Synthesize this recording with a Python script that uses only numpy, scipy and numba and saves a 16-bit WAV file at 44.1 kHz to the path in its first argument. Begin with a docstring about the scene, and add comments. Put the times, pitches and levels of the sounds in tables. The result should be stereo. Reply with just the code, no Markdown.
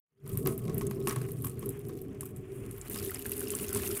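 """Water pouring into a plastic tub

A stream of water pours into an empty plastic tub, heard by a phone's two microphones just over the rim.
The jet drums on the bottom, whose note sinks as water loads it: noise drives ringing modes. Lumps slap the
walls as short noisy blows, water spreads with a patchy hiss, droplets tick as filtered noise with the tub's
short echo, bubbles chirp as fading tones and fine spray hisses. A low room hum lies below. It all fades in."""
import sys
import numpy as np
from scipy import signal
from scipy.fft import rfft, irfft
from scipy.io import wavfile
from scipy.ndimage import uniform_filter1d
from numba import njit

SR = 44100
rng = np.random.default_rng(int(sys.argv[2]) if len(sys.argv) > 2 else 0)


def log_audio(samples):
    """Write samples as a 16-bit WAV file to the path given in sys.argv[1]."""
    # one column per channel
    frames = np.atleast_2d(samples).T
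    # limit to full scale, then quantise
    limited = np.clip(frames, -1, 1)
    pcm = np.round(limited * 32767).astype(np.int16)
    wavfile.write(sys.argv[1], SR, pcm)


def invert_db(level):
    """Linear amplitude ratio for a level in decibels (20 dB per decade), elementwise."""
    return 10 ** (np.asarray(level, dtype=float) / 20)


N = 176400
T = np.arange(N) / SR

# Levels in the tables are starting levels: the layers' own settings below are added to them.
# strength of the stream: (t/s, force on the bottom/dB, force on the walls/dB, wash/dB, spray/dB)
STREAM = [(0.12, -46, -48, -50.5, -59), (0.22, -47, -53.5, -66, -65.5), (0.3, -34.5, -38, -60.5, -50.5),
          (0.37, -28, -46, -69, -56), (0.42, -37, -31, -91, -56), (0.46, -27, -31.5, -51, -52),
          (0.51, -34, -38, -64.5, -52), (0.69, -30, -35, -63.5, -56), (1.11, -34.5, -36.5, -59, -53.5),
          (1.42, -39, -44, -71, -56.5), (1.45, -29.5, -40, -59, -70), (1.5, -37.5, -41.5, -67, -61),
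          (1.68, -37.5, -35.5, -60.5, -56.5), (1.73, -43, -49.5, -64.5, -65),
          (1.96, -41.5, -36.5, -63.5, -56), (2.33, -40.5, -42.5, -64, -73), (2.47, -49.5, -45.5, -61, -61),
          (2.55, -42.5, -45, -56, -49.5), (2.65, -40, -39.5, -56, -52.5), (2.84, -51, -50.5, -58.5, -53.5),
          (2.95, -41, -35, -52, -40.5), (3.11, -45, -41, -55, -45.5), (3.39, -47.5, -39.5, -57, -45.5),
          (3.9, -39, -37.5, -49, -38), (4.0, -51, -42.5, -52.5, -42.5)]
# how busy the splashing is: (t/s, basic droplet rate/per s)
SPLASH_RATE = [(.3, 200), (1.2, 260), (1.7, 200), (2.0, 120), (2.4, 100), (2.5, 30), (2.68, 30), (2.8, 140),
               (3.0, 380), (4.0, 420)]
# pitch of the bottom under the growing weight of water: (t/s, factor on f for a mode that feels all of it)
WATER_LOAD = [(0.2, 1.0), (1.0, 0.97), (1.7, 0.9), (2.7, 0.8), (3.0, 0.695), (4.0, 0.68)]
# ringing modes of the tub, the first two are the bottom:
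# (f/Hz, width/Hz, left level/dB, right level/dB, left lead/radians, share of the load felt/0-1)
TUB_MODES = [(139.2, 55, -13, 2, -1.17, 0.86), (184.6, 61, -34, -8.5, -3.5, 0.8),
             (211.5, 37, -9.5, -6.5, -2, 0.09), (271, 28.4, -12, -11, 1.55, 0.05),
             (345.8, 84, -20.5, -5.5, -1.5, 0.04), (394.6, 32.8, -11.5, -2.5, 1, 0),
             (427.8, 52, -10.5, -7.5, -1.83, 0.1), (533, 220, -20.5, -46, -4.5, 0.38),
             (656, 22, -24, -32, 1.5, 0.33), (746, 15.5, -30.5, -35.5, 0, 0.03)]
# wall modes rung by slaps: (f/Hz, width/Hz, left level/dB, right level/dB, left lead/radians)
WALL_MODES = [(1026, 49, -16, -13, 2.5), (1110, 54, -23, -9, 5), (1270, 21, -14.5, -13, 4),
              (1480, 1000, -14.5, -12, 2), (2030, 140, -23, -29.5, 1.1), (2330, 960, -58, -14.5, 3),
              (6370, 6200, -10.5, -11.5, 2.26)]
# lumps of water slapping the plastic: (t/s, level/dB)
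WATER_SLAPS = [(0.2648, -47.5), (0.2976, -44), (0.4598, -31.5), (0.4736, -30.5), (0.68, -38.5),
               (0.6961, -37), (0.8109, -33.5), (0.9112, -36), (1.072, -23.5), (1.0822, -41), (1.0983, -45),
               (1.1088, -29), (1.1623, -33.5), (1.2148, -37.5), (1.288, -46), (1.4443, -35), (1.627, -42),
               (1.8934, -43.5), (2.9602, -38.5), (3.5368, -39), (3.7594, -33.5)]
# loud droplets: (t/s, peak level/dB, centre f/Hz)
LOUD_DROPS = [(0.2764, -30, 11000), (0.293, -27, 13000), (0.3733, -17, 11500), (0.4535, -28, 13900),
              (0.4711, -14.5, 12300), (0.5777, -24.5, 12200), (0.7448, -25, 12600), (0.7803, -19.5, 12800),
              (0.816, -26.5, 11000), (0.868, -21.5, 8640), (0.91, -27, 11400), (1.073, -17.5, 9500),
              (1.084, -20, 10700), (1.095, -29, 8260), (1.1098, -22.5, 9100), (1.1599, -22.5, 9500),
              (1.217, -29, 9800), (1.3177, -25.5, 11900), (1.4216, -28, 12000), (1.439, -31, 10600),
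              (1.4468, -20, 11500), (1.455, -23, 11400), (1.496, -28.5, 9800), (1.593, -28, 11000),
              (1.659, -26, 12800), (1.691, -17.5, 10900), (1.703, -35, 11000), (1.792, -36, 12500),
              (1.885, -29, 14600), (2.016, -31.5, 13000), (2.2083, -18, 9200), (2.219, -32, 8800),
              (2.232, -35, 10500), (2.2552, -26, 14200), (2.3624, -31.5, 9400), (2.369, -39, 10800),
              (2.711, -26, 10000), (2.78, -33, 14700), (2.8131, -26, 7800), (2.898, -19.5, 12900),
              (2.986, -29, 9500), (3.0476, -21.5, 11100), (3.1067, -18.5, 14500), (3.145, -19.5, 8860),
              (3.192, -24, 11400), (3.262, -19, 10500), (3.2942, -21.5, 11000), (3.3175, -13.5, 11000),
              (3.367, -24, 11600), (3.3787, -20.5, 9800), (3.3938, -21, 11100), (3.4056, -19.5, 10400),
              (3.4818, -23.5, 11000), (3.5037, -14.5, 8500), (3.516, -23, 11000), (3.5507, -14.5, 8500),
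              (3.646, -24, 9500), (3.7289, -16.5, 10000), (3.7475, -17.5, 9300), (3.7631, -20, 9500),
              (3.77, -24, 10500), (3.8444, -36, 10100), (3.876, -21.5, 11200), (3.89, -25, 12000),
              (3.911, -27, 10400), (3.925, -26.5, 11600), (3.966, -33, 10700)]
# clear bubbles: (t/s, level/dB, starting f/Hz)
CLEAR_BUBBLES = [(2.2303, -24.5, 1085), (2.7825, -35.5, 1070), (3.096, -21, 1900), (3.116, -21.5, 1350),
                 (3.1976, -25.5, 2800), (3.2558, -17, 1650), (3.323, -22, 2640), (3.415, -21.5, 1460),
                 (3.472, -22, 2750), (3.5972, -19.5, 2800), (3.643, -22, 2610), (3.7253, -20, 1270),
                 (3.8655, -19, 2660), (0.8735, -25, 6500), (1.095, -13, 5650), (2.637, -34, 2700),
                 (2.9707, -23, 4860), (2.9856, -20, 5030), (3.059, -25, 6100), (3.158, -21, 5030),
                 (3.17, -26, 2200), (3.332, -28, 4700), (3.371, -30, 2740), (3.473, -19.5, 5160),
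                 (3.496, -22, 2600), (3.5359, -23, 2960), (3.6821, -18, 6400), (3.7006, -27, 1510),
                 (3.7472, -18, 6100), (3.7548, -21, 1270), (3.7983, -22.5, 1700), (3.8337, -23, 2580),
                 (3.8753, -15, 6240), (3.912, -20, 5000)]
# tone colour of the wash: (f/Hz, relative level/dB)
WASH_TONE = [(290, -5), (500, -2), (822, -7.5), (2510, -7.5), (3300, -15), (4100, -34), (5300, -26.5),
             (7000, -21), (9100, -27), (15400, -120)]
# how each microphone hears droplets and spray: (f/Hz, left level/dB, right level/dB)
MIC_TREBLE = [(2760, 5.5, 13), (6200, -6, -6), (8400, -4, -3.5), (11000, -6, 1), (13000, -6, 2.5),
              (17400, -20, -1.5)]
# cut at the very top of the treble: (f/Hz, level/dB)
TREBLE_CUT = [(15400, 0), (16000, -16), (16600, -24), (16700, -80)]

DRUM_DB, WASH_DB, SPRAY_DB, SLAP_DB = 3.5, -1, -4, 8
DROP_DB, SMALL_DROP_DB, BUBBLE_DB, SMALL_BUBBLE_DB = 0.5, 6.5, -6.5, 8
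THUMP_DB, SLAP_S = 12, 0.002  # push of a slap on the tub; fall time of its blow on the walls
# sheet of water thrown out by a slap: level against the blow, fall time
SPLASH_DB, SPLASH_S = -17.5, 0.033
# jet rattling the walls: level against the bottom force, spread of its changes
RATTLE_DB, RATTLE_PATCHY_DB = -21, 2.5
# murmur of the walls: level against the wash, largest spread of its changes
MURMUR_DB, MURMUR_PATCHY_DB = -7, 4.0
# spatter thrown up by a loud droplet: level against its table level, fall time
SPATTER_DB, SPATTER_S = -26, 0.032
TICK_S, TICK_RISE_S = 0.0008, 0.0004
ECHO_T60_S, ECHO_DB = 0.02, (-3.5, -11.0)  # time to fall 60 dB; left and right
BUBBLE_CYCLES, BUBBLE_GLIDE = 9, 0.05  # cycles in one life at 1.5 kHz; share of pitch gained in it
BUBBLE_SPLAT_DB = -7  # crackle of the surface breaking as a bubble is trapped
FIZZ_PER_DROP = 1.15  # faint bubbles for each droplet of the basic rate
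SMALLEST_CHANCE = 0.03  # caps the size of random droplets and bubbles
ROUGH_RATE = 250  # basic droplets per s at which the stream is fully ragged
GRAIN_N = 768  # samples in one droplet or bubble
HUM_HZ, HUM_WIDTH_HZ, HUM_DB, RUMBLE_DB = 48.7, 2, (-55.5, -71), -57  # hum level: left, right
FADE_END_S, FADE_DB_PER_S = 0.26, 282


def curve(table, axis):
    """One column of a table, joined by straight lines in time."""
    rows = np.array(table)
    return np.interp(T, rows[:, 0], rows[:, axis])


def unit(x):
    """Scale to rms 1."""
    return x / np.sqrt(np.mean(x ** 2))


def walk(rate):
    """Random levels, about rate new ones per s, smoothed twice to rms 1."""
    hold = int(SR / rate)
    steps = np.repeat(rng.standard_normal(N // hold + 1), hold)
    return unit(uniform_filter1d(uniform_filter1d(steps, hold), hold)[:N])


def ragged():
    """How broken the stream is, 0-1: a smooth jet throws few droplets and flickers little."""
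    return np.minimum(curve(SPLASH_RATE, axis=1) / ROUGH_RATE, 1) ** 0.5


def colour(x, hz, db):
    """Shape the tone through points on a log frequency axis."""
    f = np.arange(N // 2 + 1) * SR / N + 1
    return irfft(rfft(x) * invert_db(np.interp(np.log(f), np.log(hz), db)), N)


@njit
def ring(x, hz, width):
    """One resonance as a turning, fading pointer; rms gain 1 for noise."""
    z, out, r = 0j, np.empty(len(x), np.complex128), np.exp(-np.pi * width / SR)
    for i in range(len(x)):
        z = z * r * np.exp(2j * np.pi * hz[i] / SR) + x[i]
        out[i] = z
    return out * np.sqrt(2 * (1 - r * r))


def pair(z, left_db, right_db, lead):
    """A mode as the two microphones hear it, the left one ahead by lead radians."""
    return np.array([invert_db(left_db) * (z * np.exp(1j * lead)).imag, invert_db(right_db) * z.imag])


def bursts(times, sizes, fall_s):
    """Envelope of sudden bursts that die away."""
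    kick = np.zeros(N)
    np.add.at(kick, np.clip((np.asarray(times) * SR).astype(int), 0, N - 1), sizes)
    return signal.lfilter([1], [1, -np.exp(-1 / (fall_s * SR))], kick)


def scatter(chance, share):
    """Random moments, denser as the splashing grows; share multiplies the basic rate."""
    expected = share * np.cumsum(curve(SPLASH_RATE, axis=1)) / SR
    times = np.interp(np.cumsum(-np.log(chance)), expected, T, right=9)  # 9 s lies past the end
    return times[times < T[-1]]


def add(out, s, grain):
    """Mix a grain in at its time."""
    i = int(s * SR)
    out[:, i:i + grain.shape[1]] += grain[:, :N - i]


def drumming():
    """The ragged jet and the slaps shake the tub; each mode feels a shared push and a local one."""
    rows = np.array(WATER_SLAPS)
    surge = unit(invert_db(0.3 * walk(14) + 2.06 * walk(45)))
    thump = bursts(rows[:, 0], invert_db(rows[:, 1] + THUMP_DB), 0.0013)
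    shared, load, out = rng.standard_normal(N), curve(WATER_LOAD, axis=1), 0
    for k, (hz, width, left_db, right_db, lead, share) in enumerate(TUB_MODES):
        force_db = curve(STREAM, axis=2 if k > 1 else 1) + DRUM_DB
        force = invert_db(force_db) * surge + thump * (k > 0)  # slaps leave the lowest mode alone
        push = force * (0.5 * shared + rng.standard_normal(N)) * invert_db(1.1 * walk(8.83))
        drift = 1 + np.clip(share, 0, 1) * (load - 1) + 0.015 * walk(5.05)
        # ringing twice makes the skirts of the mode steeper
        first = ring(push, hz * drift, 1.0 * width)
        second = ring(first.real, hz * drift, 1.104 * width) * np.sqrt(np.pi * width / SR)
        out = out + pair(second, left_db, right_db, lead)
    return out


def slaps():
    """Short noisy blows ring the wall modes; the sheet of water keeps them murmuring."""
    rows = np.array(WATER_SLAPS)
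    blow = bursts(rows[:, 0], invert_db(rows[:, 1] + SLAP_DB), SLAP_S)
    murmur = invert_db(curve(STREAM, axis=3) + MURMUR_DB + MURMUR_PATCHY_DB * ragged() * walk(31.87))
    splash = bursts(rows[:, 0], invert_db(rows[:, 1] + SLAP_DB + SPLASH_DB), SPLASH_S)
    force = blow + murmur + splash * invert_db(3.46 * walk(120))
    rattle = invert_db(curve(STREAM, axis=1) + RATTLE_DB + RATTLE_PATCHY_DB * walk(36.5))
    out = 0
    for hz, width, left_db, right_db, lead in WALL_MODES:
        push = (force + rattle * (width < 100)) * rng.standard_normal(N)  # the jet rattles only narrow modes
        out = out + pair(ring(push, np.full(N, 1.0 * hz), 1.0 * width), left_db, right_db, lead)
    return out


def wash():
    """Water spreading over the bottom: a patchy mid hiss, unrelated left and right."""
    hz, db = np.array(WASH_TONE).T
    slow, out = 2.0 * walk(8.87), []
    for _ in range(2):
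        hiss = unit(colour(rng.standard_normal(N), hz, db))
        patchy_db = ragged() * (slow + 5.3 * walk(60))
        out.append(hiss * invert_db(curve(STREAM, axis=3) + WASH_DB + patchy_db))
    return np.array(out)


def tick(db, hz, pan_db, spread, noise):
    """One droplet: a millisecond of noise around its pitch, then its scattered echo off the tub walls."""
    t = np.arange(noise.shape[1]) / SR
    fall = np.exp(-t / TICK_S)
    echo = invert_db(np.array(ECHO_DB)[:, None] - 60 * t / ECHO_T60_S) * (1 - fall)
    burst = noise * (fall + echo) * (1 - np.exp(-t / TICK_RISE_S))
    edges = np.clip([hz / spread, hz * spread], 1500, 20000)
    grain = signal.lfilter(*signal.butter(2, edges, "band", fs=SR), burst)
    peak = np.abs(grain).max(axis=1, keepdims=True)
    return grain / peak * invert_db(db + np.array([[pan_db], [-pan_db]]) / 2)


def hisses(hz, db):
    """Left and right noise of one tone colour, unrelated to each other."""
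    return np.array([unit(colour(rng.standard_normal(N), hz, db)) for _ in range(2)])


def droplets():
    """Loud droplets at their times, many small ones at random, over a flickering fine spray."""
    out, rows = np.zeros((2, N)), np.array(LOUD_DROPS)
    spray_db = curve(STREAM, axis=4)
    for (s, db, hz), noise in zip(LOUD_DROPS, rng.standard_normal((len(rows), 2, GRAIN_N))):
        add(out, s, tick(db + DROP_DB, hz, 0, 1.184, noise))
    chance = rng.random((1500, 4))
    times, noises = scatter(chance[:, 0], 0.95), rng.standard_normal((1500, 2, GRAIN_N))
    for s, (size, pitch, side), noise in zip(times, chance[:, 1:], noises):
        # many droplets are faint and a few are loud
        db = spray_db[int(s * SR)] + SMALL_DROP_DB - 3.67 * np.log(max(size, SMALLEST_CHANCE))
        add(out, s, tick(db, 7600 + 7500 * pitch, 12 * (side - 0.5), 1.6, noise))
    spatter = bursts(rows[:, 0], invert_db(rows[:, 1] + SPATTER_DB), SPATTER_S)
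    flicker_db = ragged() * (6.3 * walk(29.64) + 4.0 * walk(150))
    fine = hisses([4500, 7500, 9500, 13000, 15400], [-26.0, -4, 3.5, -8.0, -3])
    out = out + fine * invert_db(spray_db + SPRAY_DB + flicker_db)
    coarse = hisses([4500, 8500, 12000, 16600], [-21, 1, -3, -5.5])
    out = out + coarse * spatter * invert_db(4.8 * walk(200))
    mics = np.array(MIC_TREBLE)
    return np.array([colour(out[c], mics[:, 0], mics[:, 1 + c]) for c in range(2)])


def chirp(db, hz, side, noise):
    """One bubble: trapped air rings for a few cycles, rising in pitch, as the surface crackles."""
    turns = np.arange(GRAIN_N) / SR * hz
    life = turns / (BUBBLE_CYCLES * (hz / 1500) ** 0.6)  # high bubbles ring for more turns
    phase = 2 * np.pi * turns * (1 + BUBBLE_GLIDE * np.minimum(life, 2) / 2)
    size = invert_db(db) * np.exp(-3 * life) * (1 - np.exp(-8 * life)) ** 2
    tone = np.array([np.sin(phase + 2 * np.pi * side), np.sin(phase)])
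    band = signal.butter(1, [hz / 1.9, hz * 1.6], "band", fs=SR)
    splat = signal.lfilter(*band, noise) * np.sqrt(SR / hz / 4)
    return size * tone + invert_db(BUBBLE_SPLAT_DB) * size * splat


def bubbles():
    """Air trapped under the water chirps: some clear bubbles and a fizz of faint ones."""
    out, chance = np.zeros((2, N)), rng.random((1200, 4))
    fizz_db = curve(STREAM, axis=3) + 20 * np.log10(ragged()) + SMALL_BUBBLE_DB
    rows = [(s, db + BUBBLE_DB, hz, 0.2) for s, db, hz in CLEAR_BUBBLES]
    for s, (size, pitch, side) in zip(scatter(chance[:, 0], FIZZ_PER_DROP), chance[:, 1:]):
        db = fizz_db[int(s * SR)] - 2.3 * np.log(max(size, SMALLEST_CHANCE))
        rows.append((s, db, 1100 * 2 ** (2.7 * pitch), side))
    for (s, db, hz, side), noise in zip(rows, rng.standard_normal((1300, 2, GRAIN_N))):
        add(out, s, chirp(db, hz, side, noise))
    return out


def room():
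    """A low wavering hum, noise ringing in a narrow resonance, and a faint rumble of low noise."""
    z = ring(rng.standard_normal(N), np.full(N, 1.0 * HUM_HZ), 1.0 * HUM_WIDTH_HZ)
    hum = pair(z, *HUM_DB, 0)
    rumble = unit(colour(rng.standard_normal(N), [15, 30, 75, 170, 260], [-49, -2, 23.0, 15.5, -23.5]))
    return hum + invert_db(RUMBLE_DB) * rumble * invert_db(np.array([[0], [-5.0]]))  # 5 dB weaker on the right


def scene():
    """Tub, water on it, spray inside it and the room."""
    return drumming() + slaps() + wash() + droplets() + bubbles() + room()


def roll_off(x):
    """The treble ends steeply here."""
    return signal.sosfilt(signal.butter(12, 16660, fs=SR, output="sos"), x)


def record(dry):
    """Fade the scene in, evenly in dB, and cut the very top of the treble."""
    fade = invert_db(-FADE_DB_PER_S * np.clip(FADE_END_S - T, 0, None))
    hz, db = np.array(TREBLE_CUT).T
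    mix = np.array([colour(channel, hz, db) for channel in dry * fade])
    return roll_off(mix)


dry = scene()
out = record(dry)
log_audio(out)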